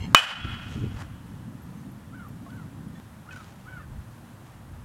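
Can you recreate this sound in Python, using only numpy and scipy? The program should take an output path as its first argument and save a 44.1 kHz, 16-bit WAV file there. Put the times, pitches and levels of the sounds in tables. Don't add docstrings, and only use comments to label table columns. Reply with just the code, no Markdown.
import sys
import numpy as np
from scipy import signal
from scipy.fft import rfft, irfft
from scipy.io import wavfile
from scipy.ndimage import minimum_filter1d

SR = 44100
rng = np.random.default_rng(int(sys.argv[2]) if len(sys.argv) > 2 else 0)


def elevation(decibels):
    levels = np.asarray(decibels, float)
    return 10 ** (levels / 20)


def master_out(mix):
    frames = np.transpose(np.atleast_2d(mix))
    ceiling = np.clip(frames, -1, 1)
    pcm = np.round(ceiling * 32767).astype(np.int16)
    wavfile.write(sys.argv[1], SR, pcm)


N = 213664


def rms_one(x):
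    return x / np.sqrt(np.mean(x ** 2) + 1e-20)


def coloured(spectrum):
    hz = np.maximum(np.fft.rfftfreq(N, 1 / SR), 1)
    point_hz, point_db = np.transpose(spectrum)
    shape_db = np.interp(np.log(hz), np.log(point_hz), point_db)
    return rms_one(irfft(rfft(rng.standard_normal(N)) * elevation(shape_db), N))


def drift(rate_hz):
    r = np.exp(-2 * np.pi * rate_hz / SR)
    settled = signal.lfilter([1], [1, -2 * r, r * r], rng.standard_normal(N + SR))[SR:]
    return rms_one(settled)


def ring(clicks, hz, t60):
    r = elevation(-60 / (t60 * SR))
    w = 2 * np.pi * hz / SR
    return signal.lfilter([0, np.sin(w)], [1, -2 * r * np.cos(w), r * r], clicks + 1e-18)


def resonate(x, peaks):
    out = np.zeros(N)
    for k, (hz, width_hz, db) in enumerate(peaks):
        t60 = np.log(1000) / (np.pi * width_hz)
        out += (-1) ** k * elevation(db) * np.sqrt(width_hz) * ring(x, hz, t60)
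    return rms_one(out)


def swell_db(peak_s, rise_s, fall_s, db):
    t = np.arange(N) / SR - peak_s
    return db - 20 * np.maximum(-t / rise_s, t / fall_s)


def power_sum(levels_db):
    return np.sqrt(sum(elevation(db) ** 2 for db in levels_db))


# f/Hz, relative level/dB
FIELD_SPECTRUM = [(180, -35), (300, -3), (391, -15), (546, -11), (712, -12.5), (774, -11.5), (870, -12),
                  (961, -11), (1810, -17), (2130, -22), (3290, -25), (4820, -30), (11500, -30),
                  (16000, -37.5)]


def field():
    return elevation(-54 + 0.38 * drift(2.8)) * coloured(FIELD_SPECTRUM)


# t/s, level/dB
WIND_LEVEL = [(0.0, -47), (0.045, -37), (0.13, -35), (0.46, -39.5), (0.644, -43), (0.75, -37),
              (0.845, -30.5), (0.89, -39.5), (0.986, -45), (1.1, -45), (1.2, -44.5), (1.66, -42),
              (2.08, -44), (2.88, -40), (2.99, -44), (3.03, -48), (4.0, -47), (4.6, -49), (4.84, -49)]
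# f/Hz, relative level/dB
EARLY_WIND_SPECTRUM = [(15, -54), (25, -13.5), (75, -1.5), (107, 1.5), (141, 0), (188, -1.5), (264, -6),
                       (352, -24), (500, -30), (650, -55), (1100, -120)]
LATE_WIND_SPECTRUM = [(15, -41), (25, -16), (59, -5.5), (114, 1), (172, -7), (242, -7), (264, -16),
                      (425, -30), (500, -45), (650, -46), (1100, -120)]
# peak t/s, rise/s and fall/s (20 dB each), level/dB
RUMBLE_SWELLS = [(0.0, .01, 0.11, -33), (.47, 0.36, 0.26, -37.5), (.9, .5, 0.35, -37.5),
                 (1.25, .2, 0.57, -50), (3.99, 0.9, 0.21, -46), (4.74, 0.21, .4, -45)]


def wind():
    late_from_s, deep_under_db = 3.0, 13
    t = np.arange(N) / SR
    rumble = np.where(t > late_from_s, coloured(LATE_WIND_SPECTRUM), coloured(EARLY_WIND_SPECTRUM))
    below_90 = signal.butter(2, 90, "low", fs=SR, output="sos")
    above_90 = signal.butter(2, 90, "high", fs=SR, output="sos")
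    deep = rms_one(signal.sosfiltfilt(below_90, rumble))
    buffet = rms_one(signal.sosfiltfilt(above_90, rumble))
    point_s, point_db = np.transpose(WIND_LEVEL)
    wind_db = np.interp(t, point_s, point_db)
    deep_height = power_sum([wind_db - deep_under_db] + [swell_db(*swell) for swell in RUMBLE_SWELLS])
    low = buffet * elevation(wind_db + 1.0 * drift(19.0))
    low += deep * deep_height * elevation(1.33 * drift(9.3))
    pop_band = signal.butter(2, [260, 520], "band", fs=SR, output="sos")
    pops = signal.sosfilt(pop_band, low * np.abs(low))
    return low + elevation(22.5) * pops


# start t/s, length/s, start f/Hz, end f/Hz, peak level/dB
BIRD_CHIRPS = [(.485, .03, 9000, 6960, -66), (1.617, 0.027, 10880, 13300, -58),
               (1.768, .035, 6400, 6130, -65), (1.912, 0.015, 12600, 10900, -59),
               (2.283, .009, 11500, 14800, -55), (2.878, .012, 11000, 10000, -61)]


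def birds():
    out = np.zeros(N)
    for s, length_s, start_hz, end_hz, db in BIRD_CHIRPS:
        hz = np.linspace(start_hz, end_hz, round(length_s * SR))
        whistle = np.sin(2 * np.pi * np.cumsum(hz) / SR)
        at = round(s * SR)
        out[at:at + len(hz)] += elevation(db) * np.sqrt(np.hanning(len(hz))) * whistle
    return out + elevation(-8) * np.roll(out, round(.009 * SR))


# start t/s, length/s, top f/Hz of the strong second harmonic, level/dB before the harmonics' own
CROW_CALLS = [(2.11, 0.18, 1500, -60), (2.477, 0.18, 1515, -61.5), (3.27, .165, 1545, -56),
              (3.652, 0.18, 1545, -55.5), (3.769, .095, 1780, -58.5)]
# multiple of the fundamental, relative level/dB
CROW_HARMONICS = [(1, -17), (2, 0.5), (3, -13), (4, -18)]


def crow(rough_db, waver):
    top_at, start_pitch, end_pitch = .31, 0.74, .76
    edge_s, sink_db = 0.033, 5
    throat_hz, throat_width_hz, throat_db = 1302, 166, 7
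    out, t = np.zeros(N), np.arange(N) / SR
    for s, length_s, top_hz, db in CROW_CALLS:
        gone = np.clip((t - s) / length_s, 0, 1)
        rising = np.maximum(1 - gone / top_at, 0) ** 2
        sagging = np.maximum((gone - top_at) / (1 - top_at), 0) ** 1.5
        hz = top_hz * (1 - (1 - start_pitch) * rising - (1 - end_pitch) * sagging)
        phase = np.pi * np.cumsum(hz * (1 + waver * drift(56.6))) / SR
        stack = np.zeros(N)
        for k, level_db in CROW_HARMONICS:
            lift_db = throat_db * np.exp(-((k * hz / 2 - throat_hz) / throat_width_hz) ** 2)
            stack += elevation(level_db + lift_db) * np.sin(k * phase)
        edges = np.clip(np.minimum(t - s, s + length_s - t) / edge_s, 0, 1)
        call_db = db + sink_db * (1 - gone) + rough_db * drift(90.4)
        out += np.sqrt(2) * stack * edges * elevation(call_db)
    return out + elevation(-16) * np.roll(out, round(.045 * SR))


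# t/s, main ring level/dB, main f/Hz, second f/Hz, t60/s
SMALL_KNOCKS = [(2.464, -41, 1090, 691, 0.078), (2.505, -46.5, 3330, 4520, .011),
                (2.953, -52.5, 1820, 3440, .17), (3.309, -41.5, 2530, 1785, .07),
                (3.312, -52, 3000, 3150, .12)]


def small_knocks():
    out = np.zeros(N)
    for s, db, main_hz, second_hz, t60 in SMALL_KNOCKS:
        click = np.zeros(N)
        click[round(s * SR)] = elevation(db)
        out += ring(click, main_hz, t60) + elevation(-5.5) * ring(click, second_hz, t60)
    return out


# t/s, level/dB before the modes' own
GRIT_TICKS = [(.987, -47), (1.004, -40), (1.019, -42), (3.322, -56), (3.363, -43), (3.374, -44),
              (3.41, -49), (3.444, -44.5), (3.522, -53), (4.47, -55.5)]
# f/Hz, relative level/dB, t60/s
GRIT_TICK_MODES = [(1500, 2, 0.011), (3200, -4, 0.011), (3900, -6, .008), (4900, -7, 0.011),
                   (5960, -5, .006), (7100, -11, .005), (8800, -13, .004)]


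def grit_ticks():
    ticks = np.zeros(N)
    for s, db in GRIT_TICKS:
        ticks[round(s * SR)] = elevation(db)
    return sum(elevation(db) * ring(ticks, hz, t60) for hz, db, t60 in GRIT_TICK_MODES)


# f/Hz, width f/Hz, relative level/dB in each of two passes
SOLE_RESONANCES = [(925, 250, -3), (2180, 180, -1), (2820, 160, -2.5), (3220, 160, -3), (4170, 200, -3.5),
                   (5280, 200, -6.5), (6220, 220, -6.5), (7500, 350, -7)]


def sole_squeak(grains, grit):
    hold_s, fade_s, level_db = .056, 0.041, -45.5
    rubbed = resonate(grains, SOLE_RESONANCES) + .3 * grit
    steady_then_fade_db = swell_db(hold_s, 1e3, fade_s, level_db)
    return elevation(steady_then_fade_db) * resonate(rubbed, SOLE_RESONANCES)


# peak t/s, rise/s and fall/s (20 dB each), grit level/dB, dullness 0-1 (adds dirt)
SHOE_SCUFFS = [(0.132, 0.18, 0.036, -54.5, 1), (.736, .14, 0.18, -48.5, 0.34), (1.02, 0.11, .05, -48, 0.99),
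               (2.98, .2, .1, -66, 0.53), (3.325, .035, .5, -53, 0.46), (4.47, .03, 0.046, -64, .5),
               (4.545, .14, 0.039, -61.5, 0.47)]
# f/Hz, width f/Hz, relative level/dB
GRIT_RESONANCES = [(2550, 2100, 1.5), (4150, 2700, -2), (5418, 900, -6.5), (6700, 1200, -10),
                   (9000, 4200, -14)]
DIRT_RESONANCES = [(900, 600, 0.5), (1599, 1100, 3), (2210, 790, -12.5)]


def shoes():
    struck = rng.random(N) < 3000 / SR
    grain_db = 4.0 * np.minimum(rng.exponential(1, N), 4)
    grains = struck * elevation(grain_db) * rng.choice([-1, 1], N)
    grit = resonate(grains, GRIT_RESONANCES)
    dirt = resonate(grains, DIRT_RESONANCES)
    out = sole_squeak(grains, grit)
    for peak_s, rise_s, fall_s, db, dull in SHOE_SCUFFS:
        scuff_db = swell_db(peak_s, rise_s, fall_s, db) + 1.3 * drift(40)
        out += elevation(scuff_db) * (grit + 2 * np.clip(dull, 0, 1) * dirt)
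    return out


# arrival t/s after the blow, hold/s, relative level/dB, t60/s
SCATTERED_ECHOES = [(0.0038, .002, -10.5, .04), (.024, 0.0089, -15, 0.11), (.04, 0.11, -26, 0.3),
                    (.02, 0.22, -51.5, 2.15)]


def echo_height():
    t = np.arange(N) / SR
    levels_db = []
    for s, hold_s, db, t60 in SCATTERED_ECHOES:
        decay_db = 60 * np.maximum(t - s - hold_s, 0) / t60
        levels_db.append(swell_db(s, 0.019, 1002.0, db) - decay_db)
    return power_sum(levels_db) * elevation(2.0 * drift(25))


# delay t/s, level/dB against the direct sound
NEAR_REFLECTIONS = [(0.0104, 6), (.04, -3.5), (0.116, -14), (.16, -16), (0.207, -29)]


def echo_paths(echoes):
    paths = np.zeros(N)
    paths[0] = 1
    for delay_s, db in NEAR_REFLECTIONS:
        paths[round(delay_s * SR)] = elevation(db)
    return paths + elevation(-26) * echoes * rng.standard_normal(N)


# f/Hz, relative level/dB
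WASH_SPECTRUM = [(260, -58.5), (450, -25.5), (691, -14.5), (1020, -13.5), (1410, -6.5), (2330, -15),
                 (3040, -8.5), (3530, -20.5), (10700, -40), (15500, -52.5)]


def crack_wash(echoes):
    t = np.arange(N) / SR
    wash = elevation(9.5) * echoes * coloured(WASH_SPECTRUM)
    bright = signal.sosfilt(signal.butter(2, 4000, "high", fs=SR, output="sos"), wash)
    return wash - bright * (1 - elevation(5.5 - 38 * t))


# f/Hz, width f/Hz, relative level/dB in each of two passes
LINGERING_TONES = [(1340, 50, 1), (1450, 55, 0.5), (2510, 32, -2), (2730, 25, -3.5), (3015, 26, -0.5),
                   (3310, 30, 1.5)]


def lingering_echoes():
    rise_s, t60, level_db = 0.16, 1.46, -35
    tones = resonate(resonate(rng.standard_normal(N), LINGERING_TONES), LINGERING_TONES)
    return tones * elevation(swell_db(rise_s, rise_s, t60 / 3, level_db))


# f/Hz, level/dB against the blow, t60/s
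BALL_KNOCK = [(670, -14.5, 0.024), (1102, -5.5, 0.016), (1233, 1.5, 0.017), (1505, -6, .02),
              (2260, -5.5, 0.014), (2836, -4.5, 0.014), (3650, -8.5, 0.012), (5650, -16, .008),
              (6945, -21, 0.0068), (10000, -20, .005)]
# f/Hz, level/dB against the blow, t60/s
BARREL_MODES = [(1350, -24, .1), (2490, -18.5, .15), (2526, -16.5, .1), (2980, -9.5, 0.09),
                (3013, -20.5, .1), (3262, -29, 0.18), (3770, -29.5, .05), (5630, -38, 0.083),
                (7460, -33.5, 0.14)]


def bat():
    hit_s, hit_db = .1469, 14
    t, click = np.arange(N) / SR, np.zeros(N)
    click[0] = elevation(hit_db)
    knock = sum(elevation(db) * ring(click, hz, t60) for hz, db, t60 in BALL_KNOCK)
    ping = sum(elevation(db + 3.0 * drift(10)) * ring(click, hz, t60) for hz, db, t60 in BARREL_MODES)
    ping *= 1 - np.exp(-t / 0.0057)
    echoes = echo_height()
    heard = knock + signal.fftconvolve(ping, echo_paths(echoes))[:N]
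    heard += crack_wash(echoes) + lingering_echoes()
    start = round(hit_s * SR)
    return np.concatenate([np.zeros(start), heard[:N - start]])


def scene():
    background = field() + wind() + birds() + crow(rough_db=4.2, waver=.025)
    nearby = small_knocks() + grit_ticks() + shoes()
    return (background + nearby + bat())[None]


def gain_control(x, threshold_db, hold_s, release_db_s, attack_s):
    over_db = np.maximum(20 * np.log10(np.abs(x) + 1e-9) - threshold_db, 0)
    size = round(hold_s * SR)
    held = -minimum_filter1d(-over_db, size=size, origin=(size - 1) // 2)
    climb = release_db_s * np.arange(N) / SR
    cut_db = np.maximum.accumulate(held + climb) - climb
    r = np.exp(-1 / (attack_s * SR))
    return elevation(-signal.lfilter([1 - r], [1, -r], cut_db))


def top_cut(x):
    return signal.sosfilt(signal.butter(12, 16120, fs=SR, output="sos"), x)


def record(dry):
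    sensed = np.clip(dry[0], -2.5, 2.5)
    gain = gain_control(sensed, threshold_db=-10.5, hold_s=0.12, release_db_s=131, attack_s=.006)
    mix = np.clip(dry * gain, -1, 1)
    return top_cut(mix)


dry = scene()
out = record(dry)
master_out(out)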